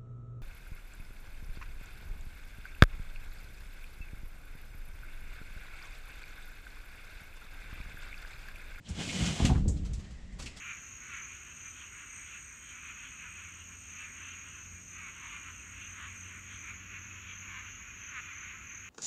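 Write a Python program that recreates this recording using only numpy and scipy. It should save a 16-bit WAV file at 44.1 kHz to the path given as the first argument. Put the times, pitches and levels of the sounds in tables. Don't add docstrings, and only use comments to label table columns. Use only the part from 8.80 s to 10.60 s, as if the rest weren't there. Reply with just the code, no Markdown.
import sys
import numpy as np
from scipy import signal
from scipy.fft import rfft, irfft
from scipy.io import wavfile

SR = 44100
rng = np.random.default_rng(int(sys.argv[2]) if len(sys.argv) > 2 else 0)


def materialize(psi):
    bounded = np.clip(np.atleast_2d(psi).T, -1, 1)
    quanta = np.round(bounded * 32767).astype(np.int16)
    wavfile.write(sys.argv[1], SR, quanta)


N = 79380
T, HZ = np.arange(N) / SR, np.fft.rfftfreq(2 * N, 1 / SR) + 0.00082

# time in seconds, low band in dB, high band in dB, both before trim.
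SLIDE_LEVELS = [(0.0, -110.5, -72.5), (0.034, -73, -70.5), (0.064, -69, -63), (0.098, -54.5, -61),
                (0.138, -58.5, -57.5), (0.208, -40.5, -43), (0.282, -48.5, -43), (0.294, -48.5, -42),
                (0.33, -44, -41.5), (0.476, -38, -38), (0.538, -45.5, -43), (0.64, -40.5, -42)]
# frequency in Hz, relative density in dB.
SCRAPE_SPECTRUM = [(180, -43), (300, 3.5), (500, -5), (781, -7.5), (1100, -8.5), (1670, -5), (1810, -7.5),
                   (2170, -6), (2650, -6.5), (3020, -6.5), (5040, -16), (7000, -13.5), (7860, -16),
                   (13500, -45.5), (15500, -46)]
# centre in Hz, width in Hz, lift in dB.
EDGE_RESONANCES = [(683, 180, 7.5), (1630, 25, 1.5), (2155, 38, 10.5), (2470, 80, 6), (2960, 150, 4.5),
                   (3120, 61, 4), (3377, 35, 8), (3895, 38, -3), (5000, 85, 3.5)]
# time in seconds, level in dB.
DRUM_LEVELS = [(0, -50.5), (.05, -65), (.09, -45), (.16, -53.5), (.19, -40.5), (.37, -38.5), (.42, -35.5),
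               (.51, -32.5), (.575, -46.5), (.64, -36), (.74, -37), (.92, -41.5), (1.2, -51), (1.47, -57),
               (1.66, -48.5), (1.72, -65)]
# frequency in Hz, relative density in dB.
DRUM_SPECTRUM = [(20, -47), (50, -34), (75, -10), (110, -3.5), (160, 0), (190, 3), (260, -11.5),
                 (330, -18.5), (500, -22.5), (900, -34.5), (2000, -92)]
# time in seconds, level in dB.
WOBBLE_LEVELS = [(.55, -79), (.63, -33), (.8, -35.5), (.87, -24.5), (.96, -41.5), (1.12, -31), (1.25, -52),
                 (1.33, -45), (1.62, -45.5), (1.8, -70)]
# frequency in Hz, relative level in dB.
WOBBLE_MODES = [(30, -1.5), (38, -1), (51, 0), (64, -1.5)]
# frequency in Hz, gain in dB, T60 in seconds.
PANEL_MODES = [(45, -29, 0.34), (68.5, -13, 0.71), (80.5, 4.5, 0.2), (106.6, -2, 0.18), (126.5, -3, 0.15),
               (146.4, 0, 0.098), (192, 2, 0.055), (211.7, -5.5, 0.122), (237.4, -3.5, 0.12),
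               (285.1, -9.5, 0.4), (333, -18, 0.24), (385.3, -12.5, 0.33), (460.7, -15.5, 0.28)]
# start in seconds, strength in dB, spectral centre in Hz.
BLOWS = [(0.1054, -32.5, 67), (0.19, -34.5, 209), (0.2771, -36, 182), (.407, -29, 148), (0.423, -29.5, 88),
         (0.6017, -25.5, 183), (.6191, -23.5, 87.5), (.646, -18, 144.5), (0.6997, -20, 151.6),
         (0.7144, -22, 123), (0.7574, -21, 102), (.859, -29, 228), (0.8764, -21, 75), (1.0283, -36, 117),
         (1.0963, -31.5, 52), (1.1123, -33, 69.1), (1.1754, -41.5, 81), (1.5968, -43.5, 120),
         (1.641, -41, 150)]
# start in seconds, level in dB, pitch in Hz.
FRAME_KNOCKS = [(0.591, -31.5, 756), (0.642, -35.5, 556), (0.691, -30, 756), (0.745, -40.5, 1240),
                (0.777, -49.5, 555), (0.847, -41.5, 422), (0.884, -42, 454), (1.589, -48.5, 724)]
# centre in Hz, width in Hz, lift in dB.
FRAME_RESONANCES = [(445, 72, 8), (604, 30, 0.5), (760, 120, 5.5), (1030, 17, 5)]
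# start in seconds, level in dB, centre in Hz, width in octaves, rise in seconds.
CONTACTS = [(0.044, -54.5, 3320, 0.29, 0.026), (0.084, -50, 7900, 0.52, 0.0061),
            (0.288, -38.5, 2700, 0.29, 0.0047), (.455, -40.5, 5600, 0.24, 0.0036),
            (0.6508, -31.5, 2870, 0.61, 0.0017), (0.6502, -34.5, 8100, 0.71, 0.0014),
            (0.775, -57.5, 6460, 1.7, .004), (0.8797, -46, 8800, 0.56, 0.0011),
            (0.881, -44, 7180, 0.16, 0.0017), (0.961, -57, 3530, 0.72, 0.014),
            (1.043, -53, 4900, 2.1, 0.015), (1.132, -49.5, 7060, 0.75, 0.0031),
            (1.19, -57, 2960, 3.7, 0.009), (1.237, -59.5, 3070, 0.6, 0.009),
            (1.303, -59.5, 4230, 1.8, 0.0072), (1.524, -65, 7200, 0.38, 0.0043),
            (1.585, -45, 4700, 4.1, 0.015), (1.618, -45.5, 4800, 1.3, 0.0074),
            (1.658, -44, 4900, 0.85, 0.0015), (1.661, -45, 2700, 0.18, 0.0023),
            (1.76, -48.5, 4800, 1.2, 0.014)]
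# frequency in Hz, gain in dB.
TICK_SPECTRUM = [(100, -27), (1000, 5.5), (7800, 3), (8800, -4), (11000, -12), (15000, -29)]
# start in seconds, level in dB, pitch in Hz, T60 in seconds.
METAL_PINGS = [(.294, -37, 2170, 0.14), (0.25, -42, 2600, .08), (.372, -40, 1984, 0.14),
               (.653, -34, 1922, 0.06), (1.657, -55, 2620, 0.35)]
# time in seconds, level in dB.
RUB_LEVELS = [(1.1, -99), (1.25, -68), (1.38, -66.5), (1.47, -69), (1.525, -64.5), (1.58, -67.5),
              (1.8, -60.5)]
# frequency in Hz, relative density in dB.
AIR_SPECTRUM = [(20, 7.5), (45, 5.5), (68, 11.5), (100, 8), (150, 0.5), (300, -6.5), (700, -11),
                (1200, -14.5), (2500, -13), (5000, -19), (7500, -19), (10000, -37), (15000, -61)]
# time in seconds, level in dB.
AIR_LEVELS = [(0, -69), (.1, -50), (.9, -57), (1.25, -53.5), (1.5, -57), (1.8, -51.5)]
# frequency in Hz, side relative to mid in dB.
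SIDE_SPECTRUM = [(20, -90), (2800, -78), (4000, -53), (7000, -53), (10000, -39), (13000, -1)]

GRIT_PER_S, GRIT_SPREAD_DB = 4600, 1
LOW_TRIM_DB, HIGH_TRIM_DB, CROSSOVER_HZ = -1, -3, 4180
SLIDE_STOP_S, SLIDE_FADE_DB_PER_S = 0.64, 219
WOBBLE_WANDER_HZ = 5.06
BLOW_OCTAVES, BLOW_RISE_S, THUMP_HIGHPASS_HZ = 0.63, 0.0044, 54.3
PUSH_DB, PUSH_CYCLES = -2.5, 0.73
KNOCK_OCTAVES, KNOCK_RISE_S, KNOCK_T60_S = 0.52, 0.011, 0.17
TICK_T60_S, TICK_TAIL_T60_S, TICK_TAIL_DB = 0.14, 0.43, -11.5
RIPPLE_DB, RIPPLE_S = 1.5, 0.0021
RUB_HZ, RUB_HALF_WIDTH_HZ, RUB_RISE_HZ_PER_S = 1790, 166, 360
ROOM_T60_S, SCRAPE_WET_DB, THUMP_WET_DB = 0.53, -7, -5.5
CUTOFF_HZ = 15300


def amp(db):
    return 10 ** (np.asarray(db) / 20)


def unit(x):
    return x / np.sqrt(np.mean(x ** 2) + 1e-20)


def envelope(table, column=1):
    rows = np.array(table)
    return amp(np.interp(T, rows[:, 0], rows[:, column]))


def decay(t60_s, start_s=0):
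    return np.exp(-np.log(1000) * np.maximum(T - start_s, 0) / t60_s) * (T >= start_s)


def attack(start_s, rise_s):
    return np.clip((T - start_s) / rise_s, 0, 1)


def spectrum_db(table):
    hz, db = np.transpose(table)
    return np.interp(np.log(HZ), np.log(hz), db)


def hump_db(hz, octaves):
    return -20 * np.log10(1 + (np.log2(HZ / hz) / octaves) ** 2 / 2)


def resonances_db(table):
    return sum(db / (1 + (2 * (HZ - hz) / width_hz) ** 2) for hz, width_hz, db in table)


def rolloff_db(corner_hz):
    return -20 * np.log10(1 + (HZ / corner_hz) ** 2)


def colour(x, db):
    return irfft(rfft(x, 2 * N) * amp(db))[:N]


def noise(db):
    return unit(colour(rng.standard_normal(N), db))


def scrape():
    sizes = amp(GRIT_SPREAD_DB * np.minimum(rng.exponential(1, N), 5)) * rng.choice([-1, 1], N)
    grit = room(sizes * (rng.random(N) < GRIT_PER_S / SR), SCRAPE_WET_DB)
    body_db = spectrum_db(SCRAPE_SPECTRUM) + resonances_db(EDGE_RESONANCES)
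    low = unit(colour(grit, body_db - 10 * np.log10(1 + (HZ / CROSSOVER_HZ) ** 8)))
    high = unit(colour(grit, body_db - 10 * np.log10(1 + (CROSSOVER_HZ / HZ) ** 8)))
    low *= amp(LOW_TRIM_DB) * envelope(SLIDE_LEVELS, column=1)
    high *= amp(HIGH_TRIM_DB) * envelope(SLIDE_LEVELS, column=2)
    return (low + high) * amp(-SLIDE_FADE_DB_PER_S * np.maximum(T - SLIDE_STOP_S, 0))


def wobble():
    flex = np.zeros(N)
    for hz, db in WOBBLE_MODES:
        wander_hz = WOBBLE_WANDER_HZ * noise(rolloff_db(corner_hz=12))
        flex += amp(db) * np.sin(2 * np.pi * (np.cumsum(hz + wander_hz) / SR + rng.random()))
    return unit(flex) * envelope(WOBBLE_LEVELS)


def drumming():
    return noise(spectrum_db(DRUM_SPECTRUM)) * envelope(DRUM_LEVELS)


def thumps():
    out = np.zeros(N)
    for hz, mode_db, t60_s in PANEL_MODES:
        drive = np.zeros(N)
        for start_s, db, centre_hz in BLOWS:
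            detune = np.log2(hz / centre_hz) / BLOW_OCTAVES
            drive[round(start_s * SR)] += amp(db + mode_db) / (1 + detune ** 2 / 2)
        ring = np.sin(2 * np.pi * hz * T) * decay(t60_s) * attack(0, BLOW_RISE_S)
        out += signal.fftconvolve(drive, ring)[:N]
    for start_s, db, centre_hz in BLOWS:
        cycles = np.maximum(T - start_s, 0) * centre_hz
        push = 2 * cycles / PUSH_CYCLES * np.exp(-(cycles / PUSH_CYCLES) ** 2)
        out += amp(db + PUSH_DB) * np.sin(2 * np.pi * cycles) * push
    highpass = signal.butter(2, THUMP_HIGHPASS_HZ, "high", fs=SR, output="sos")
    return room(signal.sosfilt(highpass, out), THUMP_WET_DB)


def knocks():
    out, frame_db = np.zeros(N), resonances_db(FRAME_RESONANCES)
    for start_s, db, hz in FRAME_KNOCKS:
        modes = noise(frame_db + hump_db(hz, KNOCK_OCTAVES) + rolloff_db(2 * hz))
        out += amp(db) * modes * attack(start_s, KNOCK_RISE_S) * decay(KNOCK_T60_S, start_s)
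    return out


def ticks():
    out, base_db = np.zeros(N), spectrum_db(TICK_SPECTRUM)
    for start_s, db, hz, octaves, rise_s in CONTACTS:
        age_s = np.maximum(T - start_s - rise_s, 0)
        direct = amp(-60 * age_s / TICK_T60_S)
        tail = amp(TICK_TAIL_DB - 60 * age_s / TICK_TAIL_T60_S)
        crack = noise(base_db + hump_db(hz, octaves) + ripple_db())
        out += amp(db) * crack * attack(start_s, rise_s) * np.hypot(direct, tail)
    return out


def ripple_db():
    response = rng.standard_normal(N) * (T > RIPPLE_S / 10) * np.exp(-T / RIPPLE_S)
    return RIPPLE_DB * unit(rfft(response, 2 * N).real)


def pings():
    out = np.zeros(N)
    for start_s, db, hz, t60_s in METAL_PINGS:
        partial = np.sin(2 * np.pi * hz * (T - start_s))
        out += amp(db) * partial * decay(t60_s, start_s) * attack(start_s, rise_s=0.0028)
    return out


def rub():
    centre_hz = RUB_HZ + RUB_RISE_HZ_PER_S * (T - RUB_LEVELS[0][0])
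    phase = 2 * np.pi * np.cumsum(centre_hz) / SR
    band_db = rolloff_db(RUB_HALF_WIDTH_HZ)
    band = noise(band_db) * np.cos(phase) + noise(band_db) * np.sin(phase)
    return unit(band) * envelope(RUB_LEVELS)


def room(x, wet_db):
    tail = rng.standard_normal(N) * decay(ROOM_T60_S, start_s=0.0048)
    return x + amp(wet_db) * signal.fftconvolve(x, tail / np.linalg.norm(tail))[:N]


def air():
    return noise(spectrum_db(AIR_SPECTRUM)) * envelope(AIR_LEVELS)


def scene():
    mid = scrape() + wobble() + drumming() + thumps() + knocks() + ticks() + pings() + rub() + air()
    scatter = rng.standard_normal(N) * decay(t60_s=0.0091)
    diffuse = signal.fftconvolve(mid, scatter / np.linalg.norm(scatter))[:N]
    side = colour(diffuse, spectrum_db(SIDE_SPECTRUM))
    return np.array([mid + side, mid - side])


def record(dry):
    lowpass = signal.firwin(511, CUTOFF_HZ, window=("kaiser", 9), fs=SR)
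    return signal.oaconvolve(dry, lowpass[None], "same")


dry = scene()
out = record(dry)
materialize(out)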